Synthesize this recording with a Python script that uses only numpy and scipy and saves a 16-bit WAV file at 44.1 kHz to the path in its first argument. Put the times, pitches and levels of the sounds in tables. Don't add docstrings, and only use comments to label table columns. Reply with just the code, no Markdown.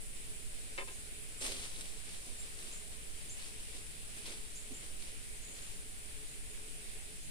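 import sys
import numpy as np
from scipy import signal
from scipy.fft import rfft, irfft
from scipy.io import wavfile
from scipy.ndimage import uniform_filter1d

SR = 44100
rng = np.random.default_rng(int(sys.argv[2]) if len(sys.argv) > 2 else 0)


def wav_record(signal):
    frames = np.transpose(np.atleast_2d(signal))
    bounded = np.clip(frames, -1, 1)
    quanta = np.round(bounded * 32767).astype(np.int16)
    wavfile.write(sys.argv[1], SR, quanta)


N = 321930
NEAR_LAG, FAR_LAG, KNOCK_LAG = 10, -14, 12


def undb(db):
    return 10 ** (np.asarray(db) / 20)


def level(x, db):
    return x * undb(db) / np.sqrt(np.mean(x ** 2))


def along(points, hz):
    f, v = np.transpose(points)
    return np.interp(np.log(hz + 0.13), np.log(f), v)


def colour(x, points):
    gain = undb(along(points, np.fft.rfftfreq(N, 1 / SR)))
    return irfft(rfft(x) * gain, N)


def ring(x, hz, width_hz):
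    return signal.lfilter(*signal.iirpeak(hz, hz / width_hz, fs=SR), x)


def walk(rate):
    k = int(SR / rate)
    steps = np.repeat(rng.standard_normal(N // k + 1), k)
    return 1.3 * uniform_filter1d(uniform_filter1d(steps, k), k)[:N]


def pan(pan_db):
    return undb([[pan_db / 2], [-pan_db / 2]])


def ports(x, lag, pan_db):
    return np.array([x, np.roll(x, lag)]) * pan(pan_db)


# body f/Hz, spread of f among singers/Hz, ring t60/s, click rate/(1/s),
# level before the fade/dB, left minus right/dB
INSECT_KINDS = [(9420, 190, 0.0037, 182, -52.5, -2), (7770, 190, 0.0055, 130, -59.5, 7.5),
                (7180, 35, 0.04, 74, -64.5, -2)]
CHORUS_FADE_DB_PER_S = -0.09


def insects(count=20):
    out = np.zeros((2, N))
    for hz, spread_hz, t60, rate, db, pan_db in INSECT_KINDS:
        width_hz = np.log(1000) / np.pi / t60
        for side in range(2):
            kind = 0
            for pitch, pace, near in rng.standard_normal((count, 3)):
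                gaps = SR / (rate * (1 + .04 * pace)) * (1 + .06 * rng.standard_normal(N // 100))
                at = np.cumsum(gaps).astype(int)
                strength = undb(1.2 * near + 1.9 * rng.standard_normal(len(at)))
                clicks = np.zeros(N)
                clicks[at[at < N]] = strength[at < N]
                body_hz = hz + spread_hz * (pitch + 0.27 * (side - .5))
                kind = kind + ring(clicks, body_hz, width_hz)
            out[side] += level(kind * undb(.7 * walk(22)), db + pan_db * (.5 - side))
    return out * undb(CHORUS_FADE_DB_PER_S * np.arange(N) / SR)


# f/Hz, relative density level/dB per Hz
HISS_SPECTRUM = [(88, -32), (150, -12), (388, -4), (428, -12), (471, -7), (561, -6.5), (966, -12.5),
                 (2500, -3.5), (5540, -10), (7270, -15), (9180, -2.5), (10900, -35), (15500, -16)]
# f/Hz, shared part of the power/(0-1)
HISS_LIKENESS = [(150, 0.98), (450, 0.32), (1200, 0.69), (2500, 0), (4000, 0.06), (15000, 0)]
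HISS_DB, HISS_FADE_DB_PER_S = -52.5, -0.0654


def hiss():
    hz = np.fft.rfftfreq(N, 1 / SR)
    shared = np.clip(along(HISS_LIKENESS, hz), 0, 1)
    far = rfft(ports(rng.standard_normal(N), FAR_LAG, 0))
    unrelated = rfft(rng.standard_normal((2, N)))
    field = (np.sqrt(shared) * far + np.sqrt(1 - shared) * unrelated) * undb(along(HISS_SPECTRUM, hz))
    out, swell = 0, walk(6.2)
    for octave in np.arange(6, 15, .5):
        band = np.cos(np.pi * np.clip(np.log2(hz + 1) - octave, -.5, .5)) ** 2
        flicker = .7 * walk(12) + .8 * walk(25)
        out = out + irfft(field * band, N) * undb(.5 * swell + flicker)
    return level(out, HISS_DB + HISS_FADE_DB_PER_S * np.arange(N) / SR)


# f/Hz, relative density level/dB per Hz
RUMBLE_SPECTRUM = [(1.8, -33), (3.0, 13.5), (16, 0), (87, -14.5), (173, -21), (250, -24.5), (320, -29),
                   (550, -120)]
RUMBLE_DB, RUMBLE_PAN_DB = -45.5, -2


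def rumble():
    air = colour(rng.standard_normal((2, N)), RUMBLE_SPECTRUM)
    return level(air, RUMBLE_DB) * pan(RUMBLE_PAN_DB)


DRONE_HZ, DRONE_WIDTH_HZ, DRONE_DB = 427.7, 37, -68.5


def drone():
    hum = ring(ring(rng.standard_normal(N), DRONE_HZ, DRONE_WIDTH_HZ), DRONE_HZ, DRONE_WIDTH_HZ)
    return ports(level(hum * undb(walk(6)), DRONE_DB), 0, 0)


RISE_DB = 20


def stroke(t, rise, hold, db, t60):
    rising_db = RISE_DB * np.minimum(t / max(rise, .002) - 1, 0)
    dying_db = -60 * np.maximum(t - rise - hold, 0) / t60
    return (t > 0) * undb(2 * (db + rising_db + dying_db))


# start t/s, rise/s, hold/s, rustle level/dB, crisp treble level/dB, dull brush level/dB
MOVEMENTS = [(0.13, 0.028, .04, -59.5, -72, -80), (1.4, 0.014, 0.11, -42.5, -43.5, -51),
             (1.547, .02, 0.078, -51.5, -55, -62), (1.737, 0.034, 0.08, -58.5, -53, -62),
             (2.066, 0.032, 0.065, -55.5, -59, -65.5), (2.254, 0.018, 0.023, -65, -71, -60.5),
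             (2.563, 0.027, 0.14, -55.5, -56, -64.5), (2.9, 0.015, 0.023, -60, -67, -69),
             (3.102, 0.033, 0.2, -61, -63, -72), (3.343, 0.031, 0.097, -55, -57.5, -78),
             (3.567, 0.032, 0.11, -59.5, -64, -74), (3.704, 0.031, 0.04, -54.5, -59, -62),
             (3.897, 0.027, .04, -64, -71, -68), (4.144, 0.022, .03, -59.5, -58, -63),
             (4.214, 0.046, 0.055, -50.5, -57, -55.5), (4.455, 0.018, 0.023, -77, -68, -65),
             (4.695, 0.0098, 0.014, -64, -66, -57), (4.81, 0.02, 0.036, -62, -60, -65),
             (4.976, 0.033, 0.071, -56.5, -64, -67), (5.495, 0.055, 0.19, -59.5, -65, -80)]
# f/Hz, relative density level/dB per Hz
RUSTLE_SPECTRUM = [(290, -30), (500, -10), (700, -7), (1180, -8.5), (1600, -8), (2200, -2.5), (3570, -0.5),
                   (5200, -3.5), (6200, -6.5), (6900, -7.5), (9000, -15), (15400, -52)]
CRISP_SPECTRUM = [(4000, -49), (6600, -13.5), (8930, 4), (11400, -11), (14500, -18), (15400, -26)]
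BRUSH_SPECTRUM = [(120, -29), (200, 3), (350, 4), (600, -1), (1200, -27), (2000, -59)]
RUSTLE_T60_S, CRISP_T60_S, BRUSH_T60_S = 0.25, 0.67, 0.3
SETTLE_DB, SETTLE_T60_S = -6.5, 2.8
CRISP_HOLD = 0.56
GRAIN_DB, CLUMP_DB = 1.71, 1.34


def moves():
    t = np.arange(N) / SR
    grain = rng.exponential(size=N // 16 + 1).repeat(16)[:N]
    grains = rng.standard_normal((3, N)) * undb(GRAIN_DB * grain + 1.1 * walk(40) + CLUMP_DB * walk(200))
    leaves = ports(grains[0], NEAR_LAG, 1.7) + 1.27 * grains[1:]
    dull = rng.standard_normal((3, N))
    cloth = ports(dull[0], NEAR_LAG, 0.21) + 0.37 * dull[1:]
    rustle, crisp, brush = np.zeros((3, N))
    for s, rise, hold, rustle_db, crisp_db, brush_db in MOVEMENTS:
        rustle += stroke(t - s, rise, hold, rustle_db, RUSTLE_T60_S)
        rustle += stroke(t - s, rise, hold, rustle_db + SETTLE_DB, SETTLE_T60_S)
        crisp += stroke(t - s, rise, CRISP_HOLD * hold, crisp_db, CRISP_T60_S)
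        brush += stroke(t - s, rise, hold, brush_db, BRUSH_T60_S)
    out = level(colour(leaves, RUSTLE_SPECTRUM), 0) * np.sqrt(rustle)
    out += level(colour(leaves, CRISP_SPECTRUM), 0) * np.sqrt(crisp)
    return out + level(colour(cloth, BRUSH_SPECTRUM), 0) * np.sqrt(brush)


# t/s, blow force level/dB, scrape force level before its fade/dB,
# scrape length/s, low-pass corner f of the scrape/Hz
CONTACTS = [(.779, -21.5, -56, 0.011, 5000), (0.7843, -23, -50, 0.052, 2600), (.7905, -29, -70, .005, 2000),
            (.7955, -29, -70, .005, 2000), (.801, -30, -70, .005, 2000), (.8075, -30, -70, .005, 2000),
            (0.8755, -35, -59, 0.044, 2400)]
# f/Hz, relative level/dB, t60/s
HOLLOW_MODES = [(394, -18.5, 0.14), (570, -14, 0.045), (830, -20, 0.025), (975, -22, .05),
                (1037, -20, 0.07), (1340, -21, 0.03), (1640, -19, .035), (1850, -12, 0.025),
                (2170, -12, .03), (2290, -10, 0.035), (2650, -8, 0.022), (3020, -15, 0.012),
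                (3480, -11, 0.01), (4040, -19, 0.0089), (4550, -19, 0.008)]
RASP_DB, RASP_HZ, RASP_WIDTH_HZ = -8, 2300, 1800
SLIP_DB = 1.8
BANK_T60_S, BANK_DB, BANK_HZ = .03, -2, 800


def knocks():
    force, t = np.zeros(N), np.arange(SR // 4) / SR
    for s, blow_db, scrape_db, length, hz in CONTACTS:
        at = int(s * SR)
        force[at] -= undb(blow_db)
        slips = rng.standard_normal(len(t)) * undb(SLIP_DB * walk(370)[:len(t)])
        scrape = signal.lfilter(*signal.butter(1, hz, fs=SR), slips)
        fade = undb(-6.5 * t / length - 11 * (t / length) ** 6)
        force[at:at + len(t)] += level(scrape, scrape_db) * fade
    body = sum(undb(db - 60 * t / t60) * np.sin(2 * np.pi * f * t) for f, db, t60 in HOLLOW_MODES)
    body = signal.sosfilt(signal.butter(6, 370, "highpass", fs=SR, output="sos"), body) / 4
    rasp = undb(RASP_DB) * ring(ring(force, RASP_HZ, RASP_WIDTH_HZ), RASP_HZ, RASP_WIDTH_HZ)
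    knock = signal.fftconvolve(force, body)[:N] + rasp
    bank = rng.standard_normal((2, len(t))) * undb(-60 * t / BANK_T60_S)
    bank = signal.lfilter(*signal.butter(2, BANK_HZ, "highpass", fs=SR), bank)
    bank = level(bank, BANK_DB) / np.sqrt(len(t))
    return ports(knock, KNOCK_LAG, 0.3) + signal.fftconvolve(knock[None], bank, axes=1)[:, :N]


# t of the top/s, top f/Hz, foot f/Hz, length/s,
# straight level/dB, scattered level/dB, left minus right/dB
BIRD_CHIPS = [(0.931, 6800, 5270, .1, -75, -65, -4), (1.395, 7600, 6900, 0.044, -57, -57, 1.5),
              (2.398, 7600, 6300, 0.053, -60, -52, -1), (2.744, 7550, 5700, 0.059, -55.5, -53, 3.),
              (3.318, 7550, 5750, 0.053, -50, -53, 1), (4.575, 7400, 5800, 0.059, -56, -52, -1),
              (4.758, 7500, 6000, 0.05, -53.5, -53, 1), (5.248, 6200, 5840, 0.042, -72, -63, 4),
              (5.372, 6270, 5670, 0.034, -72, -64, 2.), (5.45, 7300, 5900, 0.078, -65, -57, 2),
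              (5.53, 7150, 5700, 0.088, -75, -59, 3), (5.627, 7350, 6000, 0.064, -72, -60, 2),
              (5.708, 7280, 6000, 0.073, -75, -61, 0), (6.298, 7230, 5900, 0.079, -74, -59, 1),
              (6.472, 7250, 5900, .06, -75, -62, -2), (6.54, 7300, 6400, .05, -75, -60, -1),
              (7.24, 7100, 5800, 0.054, -70, -60, 0)]
CHIP_FADE_DB, CHIP_FOOT_DB = -3, -5
WOBBLE_HZ, FLUTTER_DB = 55, 3
TREES_T60_S, TREES_RISE_S = .24, .004
ECHO_S, ECHO_DB = .027, -12


def bird():
    out, t = np.zeros((2, N + SR)), np.arange(SR // 2) / SR
    for s, top_hz, foot_hz, length, straight_db, scattered_db, pan_db in BIRD_CHIPS:
        u = np.clip(t * 2 / length - 1, -1, 1)
        hz = top_hz - (top_hz - foot_hz) * u ** 2 + WOBBLE_HZ * walk(500)[:len(t)]
        shape_db = CHIP_FADE_DB * u + CHIP_FOOT_DB * u ** 2 + FLUTTER_DB * walk(250)[:len(t)]
        tone = np.sin(2 * np.pi * np.cumsum(hz) / SR) * np.sqrt(2)
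        whistle = tone * (1 - u ** 4) * undb(shape_db)
        trees = rng.standard_normal((2, len(t))) * undb(-60 * t / TREES_T60_S)
        trees = level(trees * (1 - np.exp(-t / TREES_RISE_S)), scattered_db) / np.sqrt(len(t))
        scattered = signal.fftconvolve(whistle[None], trees, axes=1)[:, :len(t)]
        at = int((s - length / 2) * SR)
        out[:, at:at + len(t)] += (whistle * undb(straight_db) + scattered) * pan(pan_db)
    echo = undb(ECHO_DB) * np.roll(out, int(ECHO_S * SR), axis=1)
    return (out + echo)[:, :N]


# t/s, level of the snap/dB, ring f/Hz
TWIG_SNAPS = [(1.4126, -44, 4050), (1.425, -40, 3230), (1.431, -34, 5200), (1.4623, -34, 3480),
              (1.466, -32, 5600), (1.483, -40, 5000), (1.498, -40, 4500), (1.524, -41, 3300),
              (1.7623, -34, 3800), (1.809, -37, 3600), (1.8587, -42, 3930), (2.0827, -46, 4000),
              (3.3952, -44, 3150), (3.425, -38, 4100), (3.445, -38, 4570), (4.1503, -44, 4340),
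              (4.258, -42, 4270), (4.4664, -52, 3260), (4.8419, -41, 3130)]
SNAP_RING_S, SNAP_TICK = .0007, .4


def snaps():
    out, t = np.zeros(N), np.arange(SR // 100) / SR
    for s, db, hz in TWIG_SNAPS:
        at = int(s * SR)
        damped = 1.03 * np.sin(2 * np.pi * hz * t) * np.exp(-t / SNAP_RING_S)
        out[at:at + len(t)] += undb(db) * (damped + SNAP_TICK * (t == 0))
    return ports(out, NEAR_LAG, 2.5)


THUD_S, THUD_DB, THUD_HZ, THUD_WIDTH_HZ, THUD_LENGTH_S = 4.72, -52, 266, 100, 0.018


def thud():
    t = np.arange(N) / SR
    body = ring(ring(rng.standard_normal(N), THUD_HZ, THUD_WIDTH_HZ), THUD_HZ, THUD_WIDTH_HZ)
    push = np.exp(-((t - THUD_S) / THUD_LENGTH_S) ** 2)
    return ports(level(body, THUD_DB) * push, NEAR_LAG, 0)


def scene():
    return insects() + hiss() + rumble() + drone() + moves() + knocks() + bird() + snaps() + thud()


TOP_HZ = 15500


def record(dry):
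    return signal.sosfilt(signal.ellip(16, .5, 60, TOP_HZ, fs=SR, output="sos"), dry)


dry = scene()
out = record(dry)
wav_record(out)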